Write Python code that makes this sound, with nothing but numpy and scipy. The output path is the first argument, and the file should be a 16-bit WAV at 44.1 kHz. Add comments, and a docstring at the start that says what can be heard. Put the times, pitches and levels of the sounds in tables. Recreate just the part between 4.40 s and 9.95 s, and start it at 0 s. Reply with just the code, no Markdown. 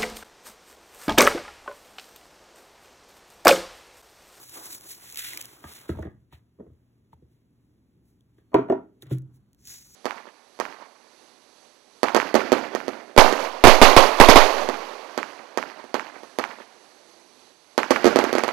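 """Dry spice hisses, slides and ticks as it is shaken from jars over meat in a bowl, close to a phone.
The spice is surges of noise grains, with small ticks as tiny cracks and pings. The bowl is bumped
and a jar is knocked and set down on a hollow counter: each blow rings a set of fading tones.
Behind it a fridge hums as a wavering tone over the rumble and hiss of a small kitchen."""
import sys
import numpy as np
from scipy import signal
from scipy.fft import rfft, irfft, next_fast_len
from scipy.io import wavfile
from scipy.ndimage import uniform_filter1d, map_coordinates

SR = 44100
rng = np.random.default_rng(int(sys.argv[2]) if len(sys.argv) > 2 else 0)


def boost_factor(decibels):
    """Convert a level in decibels to a linear amplitude factor."""
    exponent = np.asarray(decibels, float) / 20
    return 10 ** exponent


def transcribe(signal):
    """Save signal, clipped to [-1, 1], as a 16-bit WAV file at the path in sys.argv[1]."""
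    frames = np.atleast_2d(signal).T
    limited = np.clip(frames, -1, 1)
    pcm = np.round(limited * 32767).astype(np.int16)
    wavfile.write(sys.argv[1], SR, pcm)


N = 244755  # length in samples


def unit(x):
    """Scaled to rms 1."""
    return x / np.sqrt(np.mean(x ** 2) + 1e-20)


def along(points, hz):
    """A curve through (f/Hz, value) points, read on a log frequency axis."""
    f, value = np.transpose(points)
    return np.interp(np.log(hz + 1), np.log(f + 1), value)


def wobble(rate):
    """A smooth random curve with `rate` new random values a second."""
    knots = rng.standard_normal(int(N * rate / SR) + 4)
    return map_coordinates(knots, [np.arange(N) * rate / SR])


def filtered(x, response):
    """x with each frequency multiplied by a response, which may also turn its phase."""
    m = next_fast_len(x.shape[-1] + 8192)
    spectrum = rfft(x, m) * response(np.fft.rfftfreq(m, 1 / SR))
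    return irfft(spectrum, m)[..., :x.shape[-1]]


def patter(spectrum, clumps_per_s, clump_db):
    """Countless grains: noise that thickens and thins at random, coloured, rms 1."""
    grains = rng.standard_normal((2, N)) * boost_factor(clump_db * wobble(clumps_per_s))
    return unit(filtered(grains, lambda hz: boost_factor(along(spectrum, hz))))


SHARED_ABOVE_HZ = 4300  # above this, both sides are made from one shared signal
# how alike left and right are: f/Hz, likeness (1 = the same, 0 = unrelated)
LIKENESS = [(150, 0.88), (350, 1), (700, .5), (1100, 0.25), (1500, 0.2), (2000, 0.52), (2700, 0.19),
            (3600, 0.76)]


def spread(pair):
    """Two unrelated signals become left and right: the first is shared, the second differs."""
    def turn(hz):
        return np.arccos(np.clip(along(LIKENESS, hz), -1, 1)) / 2 * (hz < SHARED_ABOVE_HZ)

    mid, side = filtered(pair, lambda hz: np.array([np.cos(turn(hz)), np.sin(turn(hz))]))
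    return np.array([mid + side, mid - side])


# colour of the kitchen's background noise: f/Hz, relative level/dB
KITCHEN_COLOUR = [(25, -16), (60, 3), (120, 1), (250, 1), (350, -5.5), (550, -17.5), (1200, -25),
                  (3000, -32.5), (8000, -38), (14000, -37.5), (16500, -48.5)]


def kitchen():
    """A low lumpy rumble under a faint, even hiss; the fridge's hum wavers in strength and pitch."""
    t = np.arange(N) / SR
    strength = boost_factor(3.5 * wobble(16))
    hum = boost_factor(-66.5) * strength * np.sin(2 * np.pi * 119 * t + wobble(12))

    def low(hz):
        return 1 / np.sqrt(1 + (hz / 450) ** 4)

    rumble = filtered(patter(KITCHEN_COLOUR, clumps_per_s=6.1, clump_db=1.5), low)
    hiss = patter(KITCHEN_COLOUR, clumps_per_s=11, clump_db=-0.7)
    hiss = filtered(hiss, lambda hz: np.sqrt(1 - low(hz) ** 2))  # what the rumble leaves out
    return boost_factor(-65.5) * rumble + boost_factor(-65) * hiss + [hum, 0.11 * hum]


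# how long the kitchen's echo lasts: f/Hz, time to fall by 60 dB/s
ROOM_FADE = [(100, 0.72), (400, 0.19), (1500, 0.28), (4000, 0.22), (12000, 0.047)]


def room(x):
    """The kitchen's answer, new for every blow: noise in which each frequency dies at its own speed."""
    hz, t, z = signal.stft(rng.standard_normal((2, len(x))), SR, nperseg=256)
    fading = z * boost_factor(-60 * t / along(ROOM_FADE, hz)[:, None])
    tail = signal.istft(fading, SR, nperseg=256)[1]
    tail = filtered(tail, lambda f: f / (f + 400))  # a small room returns little of the lowest notes
    tail = tail / np.linalg.norm(tail[0])
    return signal.fftconvolve(x[None], tail, axes=1)[:, :len(x)]


# colour of loose grains jumping at a blow: f/Hz, relative level/dB
JOLT_COLOUR = [(500, -28.5), (1200, -1), (3000, -6), (7000, -19.5), (12000, -25), (16500, -28.5)]


def blows(table, modes, level_db, rise_cycles, rattle_db, rattle_s, room_db):
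    """Every blow rings the same tones (modes); its row sets the balance of thud, body, ring and click."""
    out, t = np.zeros((2, N + SR)), np.arange(SR // 2) / SR
    hz, mode_db, t60 = np.transpose(modes)[..., None]
    swell = (1 - np.exp(-t * hz / rise_cycles)) ** 2  # low modes take longer to build up
    blur = hz * np.sqrt(2 * np.pi / 20000 / SR)  # high modes crowd together and lose their clear pitch
    for s, db, thud_db, ring_db, click_db in table:
        balance = [(140, thud_db), (220, 0), (540, 0), (700, ring_db), (1050, ring_db), (1500, click_db)]
        luck_db = rng.normal(0, 1.5, hz.shape)
        fade_db = mode_db + along(balance, hz) + luck_db - 60 * t / t60
        steps = blur * rng.standard_normal(swell.shape)
        drift = uniform_filter1d(np.cumsum(steps, axis=1), size=150, axis=1)
        ring = np.sum(swell * boost_factor(fade_db) * np.sin(2 * np.pi * hz * t + drift), axis=0)

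        # loose grains jump, then settle more quietly
        jolt = unit(filtered(rng.standard_normal(len(t)), lambda f: boost_factor(along(JOLT_COLOUR, f))))
        settling = boost_factor(-60 * t / .008) + 0.05 * boost_factor(-60 * t / rattle_s)
        ring += boost_factor(click_db + rattle_db) * settling * jolt

        heard = boost_factor(room_db) * room(ring)
        heard[0] += ring  # the direct sound is shared by both sides
        start = round(s * SR)
        out[:, start:start + len(t)] += boost_factor(db + level_db) * heard
    return out[:, :N]


# jar against the counter: t/s, body level/dB before level_db, then thud, ring and click level/dB re body
JAR_KNOCKS = [(4.118, -47.5, -13, 6, -11), (4.132, -38, -4, 12, -13), (4.1435, -1, -24.5, -5, -17.5),
              (4.186, -16, -29.5, -13, -21), (4.213, -30.5, -21, -15.5, -20), (4.262, -41, -9.5, -9, -22.5),
              (4.286, -31, -16, 0, -14), (4.2990, -7.5, -39, -12, -22.5), (4.3225, -10.5, -41.5, -8.5, -25),
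              (4.374, -36, -31.5, -12, -33), (4.624, -40.5, -4.5, -19, -9.5), (4.66, -49.5, 14, -15, -6),
              (4.7115, -21, 10.5, -32, -23.5)]
# tones of the hollow counter: f/Hz, relative level/dB, time to fall by 60 dB/s
COUNTER_MODES = [(127, 0.5, .3), (177.8, -10, 0.14), (238, -21, .15), (273.7, -6, 0.11), (313.4, -3, 0.15),
                 (381.4, -7.5, 0.092), (408, 3, 0.049), (515.3, -2.5, 0.032), (642, 6.5, 0.039),
                 (727, -6, .08), (883, -10, 0.04), (961, -6, 0.078), (1121, -7.5, 0.04), (1178, -12, .1),
                 (1377, -12, 0.26), (1500, -8.5, .07), (1790, -4, .05), (2000, -7.5, 0.033),
                 (2327, -5, 0.024), (2780, -11, 0.024), (3485, -16.5, 0.0091)]


def counter():
    """A jar is knocked and set down on the hollow counter, whose tones ring out."""
    return blows(JAR_KNOCKS, COUNTER_MODES, level_db=-1.5, rise_cycles=0.68,
                 rattle_db=-6.0, rattle_s=0.28, room_db=-7.5)


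# bumps of the bowl: t/s, body level/dB before level_db, then thud, ring and click level/dB re body
BOWL_BUMPS = [(1.2400, -36.5, -3, 6, 0.5), (1.4925, -18, -8, -12, -20.5), (1.551, -52, 22.5, 15, -40),
              (1.570, -36.5, -4, -6, -17), (1.5875, -25.5, -2.5, -8, -26.5), (1.628, -34.5, -21, -2, -5.5),
              (1.652, -27, -8, -17, -22), (1.669, -35, -8, -9, -15), (1.925, -50, 5, 5, -4.5),
              (2.187, -47, -8, -14, -30), (2.1975, -30, -46, -26, -35), (2.2025, -28.5, -35, -15.5, -37),
              (2.219, -40, -21, -30, -36), (2.265, -39.5, -7.5, -23, -32.5), (2.299, -54, 6.5, -14, -21),
              (2.730, -55, 7.5, 1, -21), (2.823, -51, 2.5, -30.5, -39.5), (3.983, -52, -11, -14, -8.5)]
# tones of the bowl: f/Hz, relative level/dB, time to fall by 60 dB/s
BOWL_MODES = [(81, 1.5, 0.14), (123, 3.5, 0.073), (211, -9, 0.082), (338, -1, 0.04), (426, 0, 0.03),
              (618.5, -2.5, .03), (750, -5.5, .03), (870, -2, 0.014), (1250, -4, .025), (1640, -6, .03),
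              (1870, -2, 0.017), (3350, -16, 0.016)]


def bowl():
    """The bowl is bumped, and its short tones die within a fraction of a second."""
    return blows(BOWL_BUMPS, BOWL_MODES, level_db=5.0, rise_cycles=0.6,
                 rattle_db=-14.0, rattle_s=0.091, room_db=-5.0)


ROUNDNESS = 1.144  # shape of a surge: 1 = pointed crest, 2 = round
TRICKLE_DB = -92.5  # the few grains that fall between surges
# surges of spice noise, from shakes of the jar and short rattles at knocks and bumps:
# t/s of fullest flow, flow level/dB, swell/s, fade/s, coarse grains' level/dB re flow
# (swell and fade each span 20 dB)
SPICE_SURGES = [(0.02, -50, 0.23, 0.32, -9.5), (0.162, -43.5, 0.1, 0.14, -8),
                (0.26, -43, 0.084, 0.093, -12), (0.33, -40, 0.088, 0.084, -12.5),
                (0.435, -53.5, .1, 0.13, -6), (0.515, -39, 0.083, 0.077, -12), (0.7, -47.5, 0.25, .15, -7),
                (0.779, -37.5, 0.027, 0.32, -4.5), (0.871, -41.5, 0.1, .15, -0.5), (1.0, -54, 0.14, .3, -2),
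                (1.28, -57.5, 0.038, .2, -2), (1.36, -49, 0.19, 0.14, -3.5),
                (1.499, -54, 0.027, 0.049, 2.5), (1.61, -69, 0.41, .09, 4), (1.933, -65, 0.021, 0.056, 7),
                (2.734, -76, 0.017, 0.02, 4.5), (2.93, -82.5, 0.065, .15, -4), (3.26, -86.5, 0.13, .2, -11),
                (3.665, -75, .035, 0.14, -16), (3.993, -81.5, .06, 0.036, 2.5),
                (4.628, -56, 0.015, 0.021, -4), (4.675, -76, 0.053, 0.062, 9.5),
                (4.721, -52.5, 0.025, 0.056, 1), (4.95, -71, .035, .05, -10), (5.21, -67, 0.047, .3, -12),
                (5.285, -42, 0.044, 0.23, -13.5), (5.55, -50.5, 0.12, .1, -17.5)]


def streams():
    """Strength of the fine and the coarse stream: every surge swells to its crest and fades."""
    s, db, swell, fade, coarse_db = np.transpose(SPICE_SURGES)[..., None]
    t = np.arange(0, N + 64, 64) / SR
    away = np.where(t < s, (s - t) / np.abs(swell), (t - s) / np.abs(fade))
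    power = boost_factor(db - 20 * away ** ROUNDNESS) ** 2
    fine_power = power.sum(axis=0)
    coarse_power = (power * boost_factor(coarse_db) ** 2).sum(axis=0)
    return [np.interp(np.arange(N) / SR, t, np.sqrt(p + boost_factor(TRICKLE_DB) ** 2))
            for p in (fine_power, coarse_power)]


STRAYS_PER_S = 60
STRAY_DB, STRAY_SPREAD_DB = 5.5, 3.5  # level re the coarse stream at that moment, and its random spread
STRAY_PING_DB, STRAY_PING_HZ = -8.5, 2250  # ping level setting, and the middle of the ping pitches


def strays():
    """Rows like those of the small ticks, for grains that leave the coarse stream at random."""
    luck = rng.standard_normal((int(STRAYS_PER_S * N / SR), 2))
    s = rng.uniform(0, (N - 1) / SR, len(luck))
    coarse = streams()[1][(s * SR).astype(int)]
    db = 20 * np.log10(coarse) + STRAY_DB + STRAY_SPREAD_DB * luck[:, 0]
    ping_hz = STRAY_PING_HZ * np.exp(0.21 * luck[:, 1])
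    return list(zip(s, db, np.full(len(s), STRAY_PING_DB), ping_hz))


# small ticks and taps, mostly single grains, with one low tap near 2.73 s:
# t/s, level/dB and ping level/dB re it (both before fixed boosts), ping f/Hz
SMALL_TICKS = [(0.0955, -39.5, -24, 3950), (0.257, -36, -23, 3380), (0.348, -36.5, -25, 4090),
               (0.41, -41, -33, 1420), (0.7, -35.5, -24, 4090), (0.7246, -34.5, -21, 2610),
               (0.745, -34.5, -3, 2600), (0.7585, -31.5, -11, 2200), (0.7732, -26, -5, 2570),
               (0.934, -31.5, 3, 2060), (0.948, -37, -4, 2070), (0.9742, -25, 0, 2380),
               (1.0092, -34, -4, 2650), (1.013, -27, -8.5, 2560), (1.025, -36, -16, 1460),
               (1.0553, -33.5, -20, 2390), (1.6249, -52, 10, 1450), (2.731, -69, 26, 900),
               (3.8081, -67.5, 9, 3400), (4.6225, -42, 8, 3630), (4.7841, -47, -26.5, 1700),
               (4.821, -62, -19, 1570), (5.1314, -58, -11, 4040), (5.1472, -60, -22, 2660),
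               (5.2535, -45, -22, 2570), (5.2733, -37.5, -19, 4050)]
# colour of a tick's crack: f/Hz, relative level/dB
CRACK_COLOUR = [(900, -43), (1700, -10.5), (4000, -1), (8000, 1), (16000, -2.5), (16800, -24)]


def ticks():
    """Small ticks and taps: each is a crack of a millisecond or two and a short ping."""
    cracks, pings, t = np.zeros((2, N + SR)), np.zeros(N + SR), np.arange(SR // 40) / SR
    for s, db, ping_db, ping_hz in SMALL_TICKS + strays():
        crack = rng.standard_normal((2, len(t))) * boost_factor(-60 * t / .008)
        crack /= np.linalg.norm(crack, axis=1, keepdims=True)
        ping_shape = boost_factor(-60 * t * ping_hz / 26) * (1 - np.exp(-t / 0.00035))  # falls 60 dB in 26 cycles
        ping = ping_shape * np.sin(2 * np.pi * ping_hz * t)
        start = round(s * SR)
        at = slice(start, start + len(t))
        cracks[:, at] += boost_factor(db + 19) * crack
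        pings[at] += boost_factor(db + ping_db + 3.5) * ping
    cracks = filtered(cracks, lambda hz: boost_factor(along(CRACK_COLOUR, hz)))
    late_pings = .5 * np.roll(pings, 9)  # a slightly later copy sets left and right apart
    return (cracks + [pings, late_pings])[:, :N]


LAST_JAR_S = 5.17  # from here on a duller spice falls
# colours of fine grains, coarse grains and spice sliding inside the jar: f/Hz, relative level/dB
FINE_COLOUR = [(2500, -48), (3800, 0), (6000, 1.5), (8000, 3.5), (11000, 2.5), (14000, 1.5), (16000, -3),
               (16800, -24)]
COARSE_COLOUR = [(900, -40.5), (1400, -9), (2000, -2), (3000, -5.5), (4000, -3.5), (5500, -32)]
SLOSH_COLOUR = [(150, -26.5), (320, 3), (500, -4.5), (1100, -3), (1600, -7), (2500, -48)]
# colour of the duller spice compared with the fine grains: f/Hz, level/dB
DULLER_COLOUR = [(3000, -4), (6500, 5), (8000, -2.5), (11000, -4), (16000, -3.5)]
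# how hard the jar is swung, heard as spice sliding inside it: t/s, level/dB
JAR_SWING = [(0, -55), (.09, -63), (.17, -49.5), (.4, -59), (.52, -56.5), (.7, -62.5), (.95, -56),
             (1.2, -60), (1.42, -55.5), (1.5, -64), (1.75, -100), (4.6, -100), (4.72, -51), (4.8, -82.5),
             (5.2, -84), (5.3, -67.5), (5.55, -80)]


def spice():
    """Each surge is a stream of fine and coarse grains; the rest slides about inside the jar."""
    fine, coarse = streams()
    t = np.arange(N) / SR
    swing_db = np.interp(t, *np.transpose(JAR_SWING)) + 1.5 * wobble(17)
    dust = patter(FINE_COLOUR, clumps_per_s=100, clump_db=0.5)
    dull_dust = filtered(dust, lambda hz: boost_factor(along(DULLER_COLOUR, hz)))
    dust = np.where(np.arange(N) < LAST_JAR_S * SR, dust, dull_dust)
    grains = fine * dust + coarse * patter(COARSE_COLOUR, clumps_per_s=350, clump_db=1.5)
    slosh = boost_factor(swing_db) * patter(SLOSH_COLOUR, clumps_per_s=60, clump_db=2.0)
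    flicker = boost_factor(1.6 * wobble(120))
    return flicker * (grains + slosh)


def scene():
    """All sources as a shared and a differing part, spread to left and right."""
    struck = bowl() + counter()
    no_bass = signal.butter(4, 52, "high", fs=SR, output="sos")  # small bodies radiate no deep bass
    struck = signal.sosfilt(no_bass, struck)
    return spread(kitchen() + struck + ticks() + spice())


# phase between the sides: f/Hz, half turns by which left leads
SIDE_LEAD = [(0, 0), (250, -.04), (450, -.3), (750, -.5), (1100, .1), (2000, .4), (2500, .7), (3300, .3),
             (4350, 1), (5100, 1), (5500, 1.5), (6400, 2), (7450, 2), (8300, 3), (9500, 3), (10400, 4),
             (11750, 4), (12600, 5), (13700, 5), (14600, 6), (22050, 6)]
# loudness between the sides, used below SHARED_ABOVE_HZ: f/Hz, left minus right level/dB
SIDE_TILT = [(200, 0.6), (700, -2.5), (1500, -1), (2500, 0), (3600, 0)]


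def two_sides(x):
    """Left and right differ in phase and level, as heard; each side takes half of the difference."""
    def skew(hz):
        level = boost_factor(along(SIDE_TILT, hz) / 2 * (hz < SHARED_ABOVE_HZ))
        return level * np.exp(.5j * np.pi * np.interp(hz, *np.transpose(SIDE_LEAD)))

    return filtered(x, lambda hz: np.array([skew(hz), 1 / skew(hz)]))


def low_pass(x):
    """Removes everything above the highest recorded frequency."""
    return signal.sosfilt(signal.butter(12, 16960, fs=SR, output="sos"), x)


def record(dry):
    """The microphone loses the deep bass; left and right are then set apart in phase and level."""
    bass_cut = signal.butter(2, 22, "high", fs=SR, output="sos")
    mix = two_sides(signal.sosfilt(bass_cut, dry))
    return low_pass(mix)


dry = scene()
out = record(dry)
transcribe(out)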